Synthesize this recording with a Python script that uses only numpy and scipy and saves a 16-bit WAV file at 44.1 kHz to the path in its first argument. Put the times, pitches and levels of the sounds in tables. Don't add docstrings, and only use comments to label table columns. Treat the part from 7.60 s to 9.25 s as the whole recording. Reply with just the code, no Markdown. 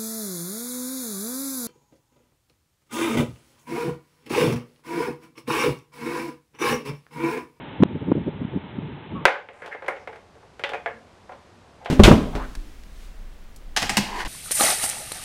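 import sys
import numpy as np
from scipy import signal
from scipy.fft import rfft, irfft
from scipy.io import wavfile
from scipy.ndimage import uniform_filter1d

SR = 44100
rng = np.random.default_rng(int(sys.argv[2]) if len(sys.argv) > 2 else 0)


def persist_wave(psi):
    counts = np.round(np.clip(psi, -1, 1) * 32767).astype(np.int16)
    wavfile.write(sys.argv[1], SR, np.atleast_2d(counts).T)


N = 72765


# crest_s, level_db, half_width_s
GUST_CRESTS = [(0.21, -23.5, 0.011), (0.257, -27, 0.0078), (0.316, -31, 0.033), (0.361, -26.5, 0.012),
               (0.424, -27, 0.011), (0.495, -26, 0.03), (0.573, -23.5, 0.015), (0.612, -28.5, 0.021),
               (0.679, -24, 0.015), (0.761, -33, 0.034), (0.818, -25.5, 0.014), (0.885, -33, 0.0078),
               (0.955, -26.5, 0.024), (1.048, -34, 0.014), (1.166, -34.5, 0.034), (1.242, -30.5, 0.033),
               (1.327, -34, 0.048), (1.549, -29, 0.035), (1.618, -33, 0.021)]

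def gusts(t):
    breeze_db, split_hz, bright_ref_db = -43.5, 180, -28
    gust_power = sum(undb(level_db) ** 2 * np.exp(-((t - crest_s) / half_width_s) ** 2)
                     for crest_s, level_db, half_width_s in GUST_CRESTS)
    strength = np.sqrt(undb(breeze_db) ** 2 + gust_power)
    churn = turbulence()
    low = signal.sosfiltfilt(signal.butter(2, split_hz, fs=SR, output="sos"), churn)
    brightness = (strength / undb(bright_ref_db)) ** 0.8
    return strength * (low + brightness * (churn - low))


# freq_hz, relative_density_db
TURBULENCE_SPECTRUM = [(20, -36.5), (40, -28), (70, -7), (140, 1), (230, -0.5), (360, -6.5), (480, -14.5),
                       (700, -26), (1200, -47), (2000, -44), (4000, -82)]

def turbulence(window_s=0.012):
    pressure = noise(TURBULENCE_SPECTRUM)
    local_power = uniform_filter1d(pressure ** 2, int(window_s * SR))
    return pressure / np.sqrt(local_power + 1e-9)


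# peak_s, peak_db, pitch_hz
EDDY_HITS = [(0.2055, -17.5, 190), (0.2268, -3, 182.6), (0.2552, -19, 191), (0.3535, -19, 168),
             (0.4884, -16, 193), (0.5046, -20, 200), (0.5183, -8, 403), (0.5220, -5.5, 258),
             (0.555, -13, 329), (0.6155, -18.5, 217), (0.852, -16, 197.7), (0.9495, -21, 200),
             (0.9626, -16, 230), (0.9737, -17.5, 282), (1.1886, -16, 213)]

def eddies(t):
    rise_cycles, fall_cycles, grit_db = 0.8, 0.56, -14.5
    grit = unit(resonate(rng.standard_normal(N), centre_hz=880, stage_width_hz=560))
    pressure = np.zeros(N)
    for peak_s, peak_db, pitch_hz in EDDY_HITS:
        cycles = (t - peak_s) * pitch_hz
        width_cycles = np.where(cycles < 0, rise_cycles, fall_cycles)
        swell = undb(peak_db) * np.exp(-(cycles / width_cycles) ** 2)
        pressure += swell * np.cos(2 * np.pi * cycles) + undb(grit_db) * swell ** 2 * grit
    return pressure


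def blast(t):
    end_s, level_db, rise_s, break_s = 0.2354, -2, 0.0055, 0.00013
    start_hz, end_hz, sweep_s = 134, 424, 0.0057
    snap_db, snap_s = -10, 0.00019
    left_s = np.maximum(end_s - t, 0)
    cycles = start_hz * left_s + (end_hz - start_hz) * sweep_s * (1 - np.exp(-left_s / sweep_s))
    swell = np.exp(-(left_s / rise_s) ** 4) * np.clip(left_s / break_s, 0, 1)
    snap = undb(snap_db) * np.exp(-((t - end_s + snap_s) / snap_s) ** 2)
    return -undb(level_db) * swell * np.cos(2 * np.pi * cycles) - snap


# centre_hz, stage_half_width_hz, relative_db
CREAK_RESONANCES = [(1123, 82, 8), (1270, 51, -4.5)]

def creak(t):
    start_s, level_db, attack_s, hold_s, decay_s = 1.546, -40.5, 0.0091, 0.048, 0.03
    slip_hz = 187.2 * (1 + 0.0515 * drift(rate_hz=120))
    slip_count = np.floor(np.cumsum(slip_hz) / SR)
    slips = np.diff(slip_count, prepend=0)
    body = unit(sum(undb(relative_db) * resonate(slips, centre_hz, 2 * stage_half_width_hz)
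                    for centre_hz, stage_half_width_hz, relative_db in CREAK_RESONANCES))
    age_s = t - start_s
    envelope = np.clip(age_s / attack_s, 0, 1) * np.exp(-np.maximum(age_s - hold_s, 0) / decay_s)
    return undb(level_db) * envelope * body


# pitch_hz, rms_db
WHINE_TONES = [(2159, -66), (2987, -68)]

def rotors(t):
    whirr = unit(resonate(rng.standard_normal(N), centre_hz=885.5, stage_width_hz=142))
    whirr_db = -51.5 + 0.53 * drift(rate_hz=2.2)
    whine = sum(undb(rms_db) * np.sqrt(2) * np.sin(2 * np.pi * pitch_hz * t)
                for pitch_hz, rms_db in WHINE_TONES)
    return undb(whirr_db) * whirr + whine


# freq_hz, relative_density_db
AIR_SPECTRUM = [(20, -28.5), (60, -0.5), (150, 1), (310, 3), (480, -3.5), (700, -7), (1000, -8.5),
                (1400, -10), (2200, -11.5), (3500, -14.5), (3850, -20.5), (4200, -29)]

def air(rms_db=-43):
    return undb(rms_db) * noise(AIR_SPECTRUM)


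def undb(db):
    return 10 ** (np.asarray(db) / 20)


def unit(x):
    return x / np.sqrt(np.mean(x ** 2))


def noise(spectrum):
    freq_hz, density_db = np.array(spectrum).T
    bin_hz = np.maximum(np.arange(N // 2 + 1) * SR / N, 1)
    bin_db = np.interp(np.log(bin_hz), np.log(freq_hz), density_db)
    return unit(irfft(rfft(rng.standard_normal(N)) * undb(bin_db), N))


def resonate(x, centre_hz, stage_width_hz):
    b, a = signal.iirpeak(centre_hz, centre_hz / stage_width_hz, fs=SR)
    return signal.lfilter(b, a, signal.lfilter(b, a, x))


def drift(rate_hz):
    span = int(SR / rate_hz)
    steps = np.repeat(rng.standard_normal(N // span + 1), span)
    return unit(uniform_filter1d(uniform_filter1d(steps, span), span)[:N])


def lowpass(x, cutoff_hz):
    return signal.sosfilt(signal.ellip(8, 0.2, 80, cutoff_hz, fs=SR, output="sos"), x)


def gain_control(x):
    makeup_db, threshold_db, slope, sink_db_per_s = 3.5, -12, 0.23, 0.23
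    sink_db = sink_db_per_s * np.arange(N) / SR
    over_db = np.maximum(20 * np.log10(np.abs(x) + 1e-9) - threshold_db, 0)
    cut_db = np.maximum.accumulate(slope * over_db - sink_db, axis=-1) + sink_db
    return x * undb(makeup_db - cut_db)


def scene():
    t = np.arange(N) / SR
    return (gusts(t) + eddies(t) + blast(t) + rotors(t) + creak(t) + air())[None]


def record(dry):
    low_cut_hz, ceiling_db, hardness = 44, -3, 40
    x = signal.sosfilt(signal.butter(1, low_cut_hz, "high", fs=SR, output="sos"), dry)
    x = lowpass(gain_control(x), cutoff_hz=4050)
    clipped = x / (1 + np.abs(x / undb(ceiling_db)) ** hardness) ** (1 / hardness)
    return lowpass(clipped, cutoff_hz=11500)


dry = scene()
out = record(dry)
persist_wave(out)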